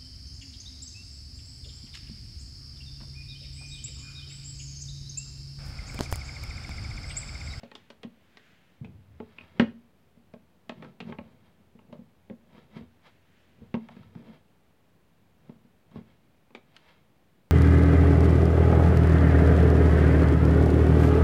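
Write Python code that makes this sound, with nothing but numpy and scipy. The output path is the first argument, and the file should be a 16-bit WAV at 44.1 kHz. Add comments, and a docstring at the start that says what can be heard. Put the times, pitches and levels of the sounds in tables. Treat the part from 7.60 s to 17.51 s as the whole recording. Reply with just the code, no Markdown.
"""A plastic toy washing machine is tipped, set down and nudged on a wooden floor in a small quiet room.
Blows ring the modes of its hollow case, loose parts click, and shifting weight thuds in the floor.
The base scuffs in tiny slips that rasp and drum the panels. The boards groan, cloth brushes over
carpet, and a faint low hum wavers under dull room noise."""
import sys
import numpy as np
from scipy import signal
from scipy.fft import rfft, irfft, next_fast_len
from scipy.io import wavfile
from scipy.ndimage import uniform_filter1d

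SR = 44100
rng = np.random.default_rng(int(sys.argv[2]) if len(sys.argv) > 2 else 0)


def persist_wave(psi):
    """Save psi, clipped to +-1, as 16-bit WAV."""
    counts = np.round(np.clip(psi, -1, 1) * 32767).astype(np.int16)
    wavfile.write(sys.argv[1], SR, np.atleast_2d(counts).T)


N = 437031
TIME_S = np.arange(N) / SR
AGE_S = TIME_S[:SR * 2 // 5]   # time since a blow

# case modes: (frequency [Hz], level [dB], t60 [s])
CASE_MODES = [(139, -18, 0.094), (195, -3, 0.0958), (225.5, 2.5, 0.13), (239.2, -10, 0.13),
              (352, -10.5, 0.046), (432, -4, 0.065), (506.7, -12.5, 0.076), (574, -14, 0.14),
              (643, -12, 0.053), (852.4, -7, 0.077), (934, -4.5, 0.038), (1084, -11, 0.11),
              (1313, -10.5, 0.055), (1594, -5.5, 0.045), (1724, -3, 0.016), (1868, -4, 0.043),
              (2154, 5, 0.012), (2495, -4.5, 0.039), (2663, -14.5, 0.069), (2902, -8, 0.017),
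              (3210, -15.5, 0.018), (3520, -18.5, .025), (3760, -19.5, 0.031), (4280, -15, 0.022)]
# boom, body, clack and tick bands: (low [Hz], high [Hz])
BANDS_HZ = [(110, 300), (300, 1200), (1200, 3500), (3500, 13000)]


def amp(db):
    """Decibels to gain."""
    return 10 ** (np.asarray(db) / 20)


def unit_rms(x):
    """Scale to rms 1."""
    return x / np.sqrt(np.mean(x ** 2) + 1e-20)


def at_hz(points, hz):
    """Interpolate a table over log frequency."""
    known_hz, value = np.transpose(points)
    return np.interp(np.log(np.maximum(hz, 1)), np.log(known_hz), value)


def coloured(x, spectrum):
    """Shape by (frequency [Hz], gain [dB]); rms 1."""
    size = next_fast_len(len(x))
    gain = amp(at_hz(spectrum, np.fft.rfftfreq(size, 1 / SR)))
    return unit_rms(irfft(rfft(x, size) * gain, size)[:len(x)])


def band(x, low_hz, high_hz, order=2):
    """Causal band-pass."""
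    sos = signal.butter(order, [low_hz, high_hz], "band", fs=SR, output="sos")
    return signal.sosfilt(sos, x + 1e-18)


def low_pass(x, hz, order=2):
    """Causal low-pass."""
    return signal.sosfilt(signal.butter(order, min(hz, SR * 0.45), fs=SR, output="sos"), x)


def resonate(x, hz, width_hz):
    """One resonance, unit peak gain."""
    r = np.exp(-np.pi * width_hz / SR)
    feedback = [1, -2 * r * np.cos(2 * np.pi * hz / SR), r * r]
    return signal.lfilter(np.array([1, 0, -1]) * (1 - r * r) / 2, feedback, x)


def decay(t60_s):
    """Envelope falling 60 dB in t60_s."""
    return np.exp(-np.log(1000) * AGE_S / t60_s)


def add(out, time_s, sound):
    """Mix a sound in at time_s."""
    start = max(round(time_s * SR), 0)
    out[start:start + len(sound)] += sound[:max(len(out) - start, 0)]


def strokes(rows, edge_db=-16):
    """Envelope of strokes that swell and fade, linear in dB."""
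    gain = 0
    for peak_s, length_s, db in rows:
        away = np.abs(TIME_S - peak_s) / (length_s / 2)
        gain = np.maximum(gain, amp(db + edge_db * np.minimum(away, 10)))
    return gain


def air(room_db=-65, hiss_db=-87):
    """Dull room noise and even microphone hiss."""
    # still air: (frequency [Hz], gain [dB])
    spectrum = [(25, -31.5), (50, -7.5), (85, -3.5), (120, -5.5), (165, -1), (280, -8.5), (450, -11),
                (700, -14), (1200, -20), (2400, -23), (3500, -27), (5500, -34.5), (9000, -37.5),
                (15500, -36)]
    room_noise = coloured(rng.standard_normal(N), spectrum)
    return amp(room_db) * room_noise + amp(hiss_db) * rng.standard_normal(N)


def hum_and_groans(hz=89.5, width_hz=39):
    """A wavering narrow-band hum; the boards groan in the same band as weight shifts."""
    # hum: (time [s], level [dB])
    hum_levels = [(0, -67), (1, -87), (2.6, -74.5), (3.8, -70.5), (6, -72), (7, -80), (8.1, -71.5),
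                  (8.7, -85), (9.9, -78)]
    # board groans: (peak time [s], length [s], level [dB])
    groans = [(1.35, 0.23, -46.5), (1.55, 0.34, -51), (1.85, 0.61, -60), (6.49, 0.3, -55)]
    noise = rng.standard_normal(N + SR)
    drone = resonate(resonate(noise, hz, width_hz), hz, width_hz)[SR:]
    drone /= np.sqrt(uniform_filter1d(drone ** 2, size=SR // 8) + 1e-20)
    hum_gain = amp(np.interp(TIME_S, *np.transpose(hum_levels)))
    return np.hypot(hum_gain, strokes(groans)) * drone


def cloth():
    """Cloth on carpet: fibre contacts merge into a soft hiss."""
    # brush strokes: (peak time [s], length [s], level [dB])
    brushes = [(0.05, 0.32, -65.5), (0.18, 0.58, -65.5), (0.87, 1, -64), (5.53, 0.75, -71.5), (5.8, 1, -69)]
    # fibre hiss: (frequency [Hz], gain [dB])
    spectrum = [(500, -18.5), (1500, 12.5), (3000, 10), (5500, -5.5), (7000, -7), (9000, -20),
                (15000, -25.5)]
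    return strokes(brushes) * coloured(rng.standard_normal(N), spectrum)


def floor_thuds(push_t60_s=0.065, rise_s=0.0036, trim_db=4, boards_db=-19, boards_t60_s=0.53):
    """Weight shifts on the floor: a push of a few cycles, then the boards rumble on."""
    # thuds: (time [s], relative level [dB], pitch [Hz])
    thuds = [(1.212, -26, 137), (1.25, -38.5, 104), (1.999, -32, 61.1), (3.185, -44, 147), (3.509, -46, 90),
             (3.589, -42, 80), (5.212, -42.5, 70), (6.012, -39.5, 72), (6.143, -44, 79.4),
             (6.401, -43, 103), (6.556, -31.5, 161), (7.896, -42, 146), (8.362, -40, 85)]
    out = np.zeros(N)
    attack = 1 - np.exp(-AGE_S / rise_s)
    for time_s, db, hz in thuds:
        rumble = unit_rms(band(rng.standard_normal(len(AGE_S)), hz * 0.88, hz * 1.63))
        boards = amp(boards_db) * rumble * decay(boards_t60_s)
        push = np.sin(2 * np.pi * hz * AGE_S) * decay(push_t60_s)
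        add(out, time_s, amp(db + trim_db) * (push + boards) * attack)
    return band(out, 55, 1500, order=3)


def base_scuffs(slips_per_s=3000, uneven_db=2.5, ring_db=-1, drum_trim_db=-2, rasp_trim_db=-1.5):
    """Dense tiny slips rasp under the base and set the panels drumming."""
    # pushes: (peak time [s], length [s], relative drumming [dB], relative rasp [dB])
    pushes = [(1.826, 0.67, -66, -60.5), (1.977, 0.1, -47.5, -58.5), (3.24, 0.22, -42.5, -59.5),
              (3.423, 0.031, -34.5, -71), (3.493, 0.14, -37, -55.5), (3.667, 0.61, -53.5, -69),
              (3.866, 0.22, -65, -67), (4.004, 0.088, -56, -80), (4.355, 0.23, -49.5, -76),
              (4.978, 0.19, -46.5, -58), (5.175, 0.13, -42, -52), (5.47, 0.071, -57.5, -52),
              (6.039, 0.31, -54, -73), (6.244, 0.32, -65, -65), (6.323, 0.091, -63, -58),
              (6.373, 0.43, -54, -62), (6.592, 0.31, -51.5, -63.5), (6.69, 0.22, -46, -60),
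              (6.743, 0.15, -52, -61), (7.896, 0.3, -54, -70), (8.374, 0.12, -42.5, -58.5),
              (8.502, .25, -63, -68), (9.156, 0.21, -83, -62.5), (9.289, .26, -87.5, -57.5)]
    # panel drumming: (frequency [Hz], gain [dB])
    drum_spectrum = [(50, -21), (100, -6), (170, 6), (230, 6.5), (310, -15.5), (450, -7), (700, -21),
                     (1200, -31.5), (3000, -75)]
    # base rasp: (frequency [Hz], gain [dB])
    rasp_spectrum = [(200, -17), (500, 2.5), (900, 6), (1400, 3.5), (2300, 2.5), (3500, 0), (4800, -6),
                     (6500, -20), (9000, -23.5), (15000, -32)]
    peak_s, length_s, drum_db, rasp_db = np.transpose(pushes)
    drum_gain = strokes(zip(peak_s, length_s, drum_db + drum_trim_db))
    rasp_gain = strokes(zip(peak_s, length_s, rasp_db + rasp_trim_db))
    slips = (rng.random(N) < slips_per_s / SR) * rng.choice([-1, 1], N)
    slips = slips * amp(uneven_db * np.minimum(rng.exponential(1, N), 4))
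    ring = sum((-1) ** k * resonate(slips, hz, np.log(1000) / np.pi / t60_s)
               for k, (hz, _, t60_s) in enumerate(CASE_MODES))
    friction = slips + amp(ring_db) * ring
    return drum_gain * coloured(friction, drum_spectrum) + rasp_gain * coloured(friction, rasp_spectrum)


def room_tail(count, onset_s=0.01):
    """Diffuse sound builds up, then decays at its own rate in each octave."""
    # reverberation: (frequency [Hz], t60 [s])
    reverb_times = [(80, .4), (220, .36), (500, .27), (1200, .24), (3000, .25), (6000, .29), (14000, .14)]
    noise = rng.standard_normal((count, len(AGE_S)))
    edges_hz = np.geomspace(60, 15360, 9)
    tail = sum((-1) ** k * band(noise, low, high) * decay(at_hz(reverb_times, np.sqrt(low * high)))
               for k, (low, high) in enumerate(zip(edges_hz, edges_hz[1:])))
    return tail * (1 - np.exp(-AGE_S / onset_s))


def room_responses(count, tail_trim_db=-26.5, echo_s=0.025, echo_db=-7, echo_hz=600):
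    """Direct sound, a dull ceiling echo and a different diffuse tail per blow."""
    direct = signal.unit_impulse(len(AGE_S))
    early = direct.copy()
    add(early, echo_s, amp(echo_db) * low_pass(direct, echo_hz, order=1))
    return early + amp(tail_trim_db) * room_tail(count) / np.sqrt(SR / 1000)


def standing_waves():
    """Energy seeps from the case into low room modes, which swell and fade."""
    # room modes: (frequency [Hz], peak level [dB], t60 of the decay factor [s])
    room_modes = [(164, -38, 0.1484), (235.4, -23.5, 0.25), (239.1, -28, 0.18)]
    out = 0
    for hz, db, t60_s in room_modes:
        swell = AGE_S ** 2 * decay(t60_s)
        out = out + amp(db) * swell / swell.max() * np.sin(2 * np.pi * hz * AGE_S)
    return out


def contacts():
    """Hard knocks, plus soft bumps of one dull colour as the case rocks on its base."""
    # knocks, relative levels: (time [s], boom [dB], body [dB], clack [dB], tick [dB],
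    # struck part [Hz], its boost [dB], rattle [dB])
    knocks = [(0.032, -45.5, -51, -58.5, -63, 586, 16, 10), (0.115, -67, -54, -52, -58, 2060, 15, -11),
              (0.152, -82, -53, -53, -50, 3560, 4, 0), (0.302, -73, -52.5, -54.5, -58, 666, 11, 2),
              (0.432, -62, -49.5, -51, -56, 3150, 9.5, 0.5), (0.771, -87, -59.5, -53.5, -59.5, 1860, 11, 3),
              (1.246, -48, -59.5, -54.5, -64, 2630, 18.5, 5), (1.601, -43, -42, -56, -75, 435, 7.5, -6),
              (1.784, -67.5, -59, -46, -68, 2670, 11.5, -5), (1.809, -63.5, -66, -54, -72.5, 2660, 15, -12),
              (1.9965, -15.5, -27, -26, -39.5, 1610, 5.5, -7), (2.008, -36.5, -36.5, -39.5, -51, 447, 5, 4),
              (2.737, -46, -52, -61, -71, 621, 13, -3), (3.094, -44.5, -41.5, -43.5, -52, 677, 9, -7.5),
              (3.224, -61, -48.5, -52.5, -70, 2170, 1, 2), (3.246, -61, -54, -56.5, -70, 1360, 12, -11),
              (3.403, -45, -49, -45, -55, 2550, 3, 5), (3.495, -38.5, -52, -71, -88, 520, 8, -3),
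              (3.523, -60, -47.5, -49.5, -84, 864, 3, -9), (3.586, -41, -44.5, -49.5, -70, 533, 8.5, -9),
              (4.19, -65, -61.5, -66, -84, 2710, 8, -9), (4.326, -46.5, -49.5, -60, -68, 607, 14, 8),
              (4.698, -45.5, -49, -59, -82.5, 531, 14.5, -11.5),
              (5.165, -40.5, -57, -61.5, -71, 1930, 2, 5), (6.1415, -25.5, -39.5, -44, -60.5, 416, 8, -22),
              (6.150, -50, -42.5, -54, -64, 950, 4, -1), (6.287, -66, -54, -55, -71, 730, 26, -5),
              (6.366, -46.5, -63, -64.5, -76, 730, 5, -15), (6.43, -71, -68, -67, -75, 1280, 16, -7),
              (6.551, -54.5, -59.5, -64.5, -73, 1530, 11, -2), (7.894, -43, -56, -67, -81, 1390, 4, 0),
              (8.314, -54, -70, -72.5, -78, 1150, 14, -5.5), (8.358, -40, -52, -74, -72, 494, 5, 1),
              (8.905, -76, -63.5, -70.5, -83.5, 1590, 1.5, -7),
              (8.949, -73, -47.5, -46, -55, 2260, 11.5, 2),
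              (9.165, -89, -76, -55.5, -55.5, 4180, -1.5, -12.5)]
    # bumps: (time [s], relative boom [dB])
    bumps = [(0.447, -36.5), (2.572, -54.5), (4.151, -51.5), (4.293, -48.5), (4.39, -42), (4.708, -37.5),
             (5.209, -42), (6.018, -47.5), (6.598, -48), (8.048, -56), (8.385, -41)]
    return knocks + [(time_s, db, db - 24, db - 40.5, db - 45.5, 480, 6.5, 4) for time_s, db in bumps]


def case_rings(hits, vary_db=4, snap_db=2, snap_t60_s=0.018, rattle_t60_s=0.078):
    """Per blow: case modes at varied strengths, a contact snap and a short rattle."""
    # contact crack and dense small modes: (frequency [Hz], gain [dB])
    crack_spectrum = [(100, 2), (220, -3.5), (320, -5.5), (450, 8), (900, -2), (1400, -1.5), (2200, 3),
                      (3300, -3), (4300, -10), (5500, -17), (8000, -26), (15000, -43.5)]
    hz, level_db, t60_s = np.transpose(CASE_MODES)
    # panels swing together in the bass; higher modes alternate in sign
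    polarity = np.where(hz > BANDS_HZ[0][1], (-1) ** np.arange(len(hz)), 1)
    modes = np.sin(2 * np.pi * hz[:, None] * AGE_S) * decay(t60_s[:, None])
    strength = polarity * amp(level_db + vary_db * rng.standard_normal((len(hits), len(hz))))
    noise = coloured(rng.standard_normal(len(hits) * len(AGE_S)), crack_spectrum)
    crack = band(noise, 440, 11000).reshape(len(hits), -1)
    snap = amp(snap_db) * decay(snap_t60_s)
    rattle = amp(np.array(hits)[:, -1:]) * decay(rattle_t60_s)
    return strength @ modes + crack * (snap + rattle)


def case_knocks(trims_db=(-2.5, 1, 0, 0), part_q=9, contact_hz=7700, ref_db=-51.5, db_per_octave=42.5):
    """Place and hardness of each contact set how much the case booms, clacks and ticks."""
    hits = contacts()
    blows = signal.fftconvolve(case_rings(hits), room_responses(len(hits)), axes=1)
    blows = blows[:, :len(AGE_S)] + standing_waves()
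    for blow, (_, boom_db, *_, part_hz, part_db, _) in zip(blows, hits):
        struck_part = (amp(part_db) - 1) * resonate(blow, part_hz, part_hz / part_q)
        # heavier blow: longer contact, duller sound
        cutoff_hz = contact_hz * 2 ** ((ref_db - boom_db) / db_per_octave)
        blow[:] = low_pass(blow + struck_part, cutoff_hz)
    out = np.zeros(N)
    for k, (edges_hz, trim_db) in enumerate(zip(BANDS_HZ, trims_db)):
        # boom inverted to join the body without a notch
        banded = band(blows, *edges_hz, order=3) if k else -band(blows, *edges_hz)
        for blow, (time_s, *levels_db, _, _, _) in zip(banded, hits):
            onset_rms = np.std(blow[:SR // 40])
            add(out, time_s, amp(levels_db[k] + trim_db) * blow / onset_rms)
    return out


def scene():
    """Mono mix, heard close to the floor."""
    return (case_knocks() + floor_thuds() + base_scuffs() + cloth() + hum_and_groans() + air())[None]


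def record(dry):
    """Steep treble cut and a slight DC offset."""
    cutoff_hz, offset = 15900, -0.0005
    return signal.sosfilt(signal.ellip(10, 0.1, 80, cutoff_hz, fs=SR, output="sos"), dry) + offset


dry = scene()
out = record(dry)
persist_wave(out)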